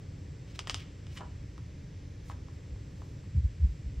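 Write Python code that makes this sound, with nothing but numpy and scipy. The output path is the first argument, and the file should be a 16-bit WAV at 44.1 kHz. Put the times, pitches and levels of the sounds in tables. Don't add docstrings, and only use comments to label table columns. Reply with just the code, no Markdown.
import sys
import numpy as np
from scipy import signal
from scipy.fft import rfft, irfft
from scipy.io import wavfile
from scipy.ndimage import uniform_filter1d

SR = 44100
rng = np.random.default_rng(int(sys.argv[2]) if len(sys.argv) > 2 else 0)


def dump(signal):
    limited = np.clip(np.atleast_2d(signal).T, -1, 1)
    pcm = np.round(limited * 32767).astype(np.int16)
    wavfile.write(sys.argv[1], SR, pcm)


N = 176400
T = np.arange(N) / SR

# start in seconds, level in dB, brightness in dB per octave.
BUCKLE_SNAPS = [(0.5915, -21.5, 2), (0.6720, -27, -0.5), (0.6967, -16, 3), (0.744, -19, 3),
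                (1.0677, -42, 0.5)]
# frequency in Hz, gain in dB.
SHEET_EQ = [(150, -12), (400, 1.5), (650, 2), (950, -1), (1270, 4.5), (1750, -5.5), (2350, -0.5), (2750, 1),
            (3350, 4), (3950, -8), (4900, -1.5), (6500, -11), (8500, -20), (10500, -36), (15500, -44)]
# start in seconds, level in dB, length in seconds.
CREASE_CREEPS = [(0.588, -50.5, 0.014), (0.672, -45, 0.0088), (0.7, -46.5, 0.012)]
# frequency in Hz, gain in dB.
CREEP_EQ = [(500, -20), (1700, 7), (2600, -10), (3000, -5), (3450, -4), (4100, -11), (6000, -10),
            (8500, -4), (10500, -30), (15000, -24)]
# time in seconds, level in dB.
SLIDE_FADER = [(0.44, -85), (0.51, -58), (0.533, -78), (0.56, -47), (0.576, -83), (0.66, -90), (0.73, -64),
               (0.778, -53.5), (0.825, -61.5), (0.86, -98), (1.0, -88), (1.12, -63), (1.16, -74),
               (1.21, -80)]
# frequency in Hz, gain in dB.
SLIDE_EQ = [(300, -11), (900, -14), (1700, -3.5), (2900, 1), (4000, -4.5), (5200, -4.5), (8000, -15),
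            (10500, -26.5), (15000, -26)]
# time in seconds, resonance in Hz, level in dB.
CURL_SWEEP = [(0.751, 3300, -69), (0.778, 3050, -60), (0.806, 2750, -64), (0.824, 2420, -54),
              (0.85, 2230, -85)]
# frequency in Hz, gain in dB.
SWISH_EQ = [(400, -45), (750, -25), (1000, -3), (1350, -1), (1900, 4.5), (3100, 2.5), (3900, -6),
            (4800, -6), (8000, -11.5), (10500, -26), (15000, -37)]
FLAP_EQ = [(200, 6), (450, 4.5), (700, 6), (1000, 4.5), (1600, -1), (2400, -23), (5000, -54), (12000, -59)]
# start in seconds, level in dB, brightness in dB per octave.
SOFT_PATS = [(1.2075, -40, -0.5), (1.579, -44, 1), (2.2981, -33.5, -2.5), (2.484, -48, 0),
             (2.7595, -52, -10.5), (3.0185, -42.5, -5), (3.2385, -53, -7)]
# frequency in Hz, gain in dB.
PAT_EQ = [(250, -30), (600, -8), (900, 0.5), (1220, 4), (1650, -7), (2400, -12.5), (5000, -15.5),
          (9000, -31.5), (15000, -52)]
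SCUFF_EQ = [(300, -12), (950, -1), (1500, -4), (2200, -8), (3200, -16), (6000, -20), (12000, -45)]
# time in seconds, level in dB, rise and decay in seconds.
GLOSS_BRUSHES = [(1.155, -63.5, 0.016, 0.014), (1.59, -82, 0.023, 0.045), (2.297, -63, 0.026, 0.016),
                 (2.53, -79, 0.021, 0.028), (3.06, -76, 0.13, 0.087), (3.69, -77, 0.039, 0.05)]
# frequency in Hz, gain in dB.
BRUSH_EQ = [(600, 5), (2000, 0.5), (6500, 9.5), (9000, 0), (12000, -1), (15000, -6)]
# time in seconds, level in dB, mid-glide pitch in Hz, rise and decay in seconds,
# knock in dB relative to the bump.
LOW_BUMPS = [(2.724, -35, 65.6, 0.02, 0.021, -14), (3.367, -23.5, 88.3, 0.014, 0.022, -3),
             (3.453, -22, 64, 0.0087, 0.014, -10.5), (3.646, -17, 65.4, 0.018, 0.013, -14.5),
             (3.704, -28.5, 61, 0.015, 0.011, -19), (3.874, -26.5, 59.5, 0.0093, 0.0077, -14),
             (3.982, -29, 56, 0.012, 0.012, -16.5)]
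# frequency in Hz, gain in dB.
KNOCK_EQ = [(25, -14), (60, 12), (125, 8), (210, -7.5), (320, -21.5), (700, -67), (4000, -110)]
# frequency in Hz, gain in dB.
RUMBLE_EQ = [(20, -13.5), (35, -7), (60, 0), (100, 3), (120, -2.5), (145, -1.5), (215, -16), (250, -18.5),
             (280, -12.5), (330, -21), (400, -22), (600, -28.5), (800, -55.5), (2000, -50), (10000, -100)]
HISS_EQ = [(400, 2.5), (800, 3), (1350, 1), (1950, 6.5), (3000, 1.5), (4000, -0.5), (5200, 0), (6200, -1.5),
           (6850, -9), (7550, 1), (8300, -17), (10000, -20.5), (13500, -25.5), (15000, -33)]
# time in seconds, low-mid gain in dB, thin-hiss gain in dB.
TONE_DRIFT = [(0.0, 2, 0), (0.45, 2, 0.5), (1.3, 0.5, -0.5), (2.1, 0.5, -7.5), (2.7, 1.5, 0.5),
              (3.15, 2, -1), (3.4, -2, 1), (4.0, 1.5, 1)]
# frequency in Hz, side relative to mid in dB.
STEREO_WIDTH = [(60, -53.5), (170, -24), (320, -9), (550, -4), (1000, 3), (1700, -8), (2900, -130.5),
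                (5100, -8.5), (9000, 0.5)]

BEND_DETUNE = 0.046
TRAVEL_S = 0.001006
SLIPS_PER_S, SLIP_SPREAD_DB = 2500, 4
BUMP_SAG, BUMP_SAG_S = 0.42, 0.012
COUNTER_S, COUNTER_DB = 0.001005, -18
SCATTER_S, SCATTER_DB = 0.0055, -9
EARLY_S, EARLY_WIDTH_S, EARLY_DB = 0.0066, 0.0093, -10
TAIL_DB, ROOM_T60_S, TREBLE_T60_S = -11, 0.52, 0.15
RUMBLE_DB, HISS_DB = -43, -63.5
LOW_MIDS_HZ, THIN_HISS_HZ = (190, 1400), (7100, 8200)
LOW_CUT_HZ, TOP_HZ = 22, 15700


def snaps():
    return sum(room(counter(strikes([snap], SHEET_EQ))) for snap in BUCKLE_SNAPS)


def strikes(hits, eq):
    out = np.zeros(N)
    for (at, db, tilt_db), bend in zip(hits, rng.uniform(-1.6, 1, len(hits))):
        bent_eq = [(hz * (1 + BEND_DETUNE * bend), gain_db) for hz, gain_db in eq]
        click = disperse(ring(bent_eq, tilt_db))
        start = int(at * SR)
        out[start:start + len(click)] += undb(db) * click
    return out


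def ring(eq, tilt_db, size=1024):
    tilted = [(hz, db + tilt_db * np.log2(hz / 2000)) for hz, db in eq]
    cepstrum = irfft(np.log(gains(tilted, size)))
    cepstrum[1:size // 2] *= 2
    cepstrum[size // 2 + 1:] = 0
    wave = irfft(np.exp(rfft(cepstrum)))
    return wave / np.abs(wave).max()


def disperse(wave, size=2048):
    khz = np.arange(size // 2 + 1) * SR / size / 1000
    lag_cycles = 2 * TRAVEL_S * 1000 * np.sqrt(khz)
    chirp = irfft(rfft(wave, size) * np.exp(-2j * np.pi * lag_cycles))
    return chirp / np.abs(chirp).max()


def creeps():
    level = sum(undb(db) * np.exp(-(2 * (T - at) / length - 1) ** 4) for at, db, length in CREASE_CREEPS)
    return level * friction(CREEP_EQ)


def friction(eq):
    slips = rng.random(N) < SLIPS_PER_S / SR
    sizes = undb(SLIP_SPREAD_DB * np.minimum(rng.exponential(size=N), 4))
    signs = rng.choice([-1, 1], N)
    return unit(colour(slips * sizes * signs, eq))


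def slide():
    at, db = np.array(SLIDE_FADER).T
    return friction(SLIDE_EQ) * undb(np.interp(T, at, db, left=-120, right=-120))


def curl(width_hz=600):
    at, hz, db = np.array(CURL_SWEEP).T
    rub = butter(rng.standard_normal((2, N)), width_hz / 2, "lowpass")
    phase = 2 * np.pi * np.cumsum(np.interp(T, at, hz)) / SR
    resonance = unit(rub[0] * np.cos(phase) + rub[1] * np.sin(phase))
    return resonance * undb(np.interp(T, at, db, left=-np.inf, right=-np.inf))


def page_turn():
    swish = undb(-45.5) * swell(at_s=1.176, rise_s=0.0072, decay_s=0.0064) * friction(SWISH_EQ)
    flap = undb(-44.5) * swell(at_s=1.209, rise_s=0.0065, decay_s=0.02) * friction(FLAP_EQ)
    return swish + flap


def fingers():
    pats = strikes(SOFT_PATS, PAT_EQ)
    scuff = undb(-53) * swell(at_s=2.311, rise_s=0.003, decay_s=0.01) * friction(SCUFF_EQ)
    return pats + scuff


def brushes():
    level = sum(undb(db) * swell(at, rise, decay) for at, db, rise, decay in GLOSS_BRUSHES)
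    return level * friction(BRUSH_EQ)


def bumps():
    out = np.zeros(N)
    for at, db, hz, rise, decay, knock_db in LOW_BUMPS:
        pitch = hz * (1 - BUMP_SAG * np.tanh((T - at) / BUMP_SAG_S) / 2)
        phase = 2 * np.pi * np.cumsum(pitch) / SR
        body = np.cos(phase - phase[int(at * SR)])
        knock = undb(knock_db) * noise(KNOCK_EQ)
        out += undb(db) * swell(at, rise, decay) * (body + knock)
    return out


def counter(x):
    return x + undb(COUNTER_DB) * np.interp(T - COUNTER_S, T, x, left=0)


def direct(x, left_lag_s=1.5e-5):
    hz = np.arange(N // 2 + 1) * SR / N
    left = irfft(rfft(x) * np.exp(-2j * np.pi * hz * left_lag_s), N)
    return np.array([left, x])


def room(x, size=32768):
    t = np.arange(size) / SR
    scatter = unit(np.exp(-t / SCATTER_S) * (1 - np.exp(-2 * t / SCATTER_S))) * undb(SCATTER_DB)
    early = unit(np.exp(-((t - EARLY_S) / EARLY_WIDTH_S) ** 2 / 2)) * undb(EARLY_DB)
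    tail_fade_in = np.clip(t / EARLY_S - 1, 0, 1)
    wash = rng.standard_normal((2, size))
    lows = butter(wash, 4500, "lowpass")
    reverb = np.zeros((2, size))
    for band, t60 in [(lows, ROOM_T60_S), (wash - lows, TREBLE_T60_S)]:
        tail = unit(np.exp(-np.log(1000) * t / t60) * tail_fade_in) * undb(TAIL_DB)
        reverb += band * np.sqrt((early ** 2 + scatter ** 2 + tail ** 2) / size)
    return direct(x) + signal.fftconvolve(x[None], spread(*reverb), axes=1)[:, :N]


def room_tone():
    rumble = undb(RUMBLE_DB) * spread(noise(RUMBLE_EQ), noise(RUMBLE_EQ))
    hiss = undb(HISS_DB) * spread(noise(HISS_EQ), noise(HISS_EQ))
    bed = rumble + hiss
    at, mids_db, hiss_db = np.array(TONE_DRIFT).T
    drift = np.zeros((2, N))
    for edges, db in [(LOW_MIDS_HZ, mids_db), (THIN_HISS_HZ, hiss_db)]:
        drift += (undb(np.interp(T, at, db)) - 1) * butter(bed, edges, "bandpass")
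    return bed + drift


def spread(mid, side):
    return mid + colour(side, STEREO_WIDTH) * np.array([[1], [-1]])


def swell(at_s, rise_s, decay_s):
    return 2 * np.exp(-np.logaddexp((at_s - T) / rise_s, (T - at_s) / decay_s))


def noise(eq):
    return unit(colour(rng.standard_normal(N), eq))


def colour(x, eq):
    return irfft(rfft(x) * gains(eq, len(x)), len(x))


def gains(eq, size):
    hz, db = np.array(eq, float).T
    bin_hz = np.arange(size // 2 + 1) * SR / size
    return undb(np.interp(np.log(bin_hz + 1), np.log(hz), db))


def butter(x, hz, kind):
    return signal.sosfilt(signal.butter(2, hz, kind, fs=SR, output="sos"), x)


def undb(db):
    return 10 ** (np.asarray(db) / 20)


def unit(x):
    return x / np.sqrt(np.mean(x ** 2))


def scene():
    buckling = snaps()
    lift = creeps() + slide() + curl()
    handling = lift + page_turn() + fingers() + brushes()
    return buckling + room(counter(handling)) + bumps() + room_tone()


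def record(dry):
    trimmed = butter(dry, LOW_CUT_HZ, "highpass")
    return signal.sosfilt(signal.ellip(8, .2, 70, TOP_HZ, fs=SR, output="sos"), trimmed)


dry = scene()
out = record(dry)
dump(out)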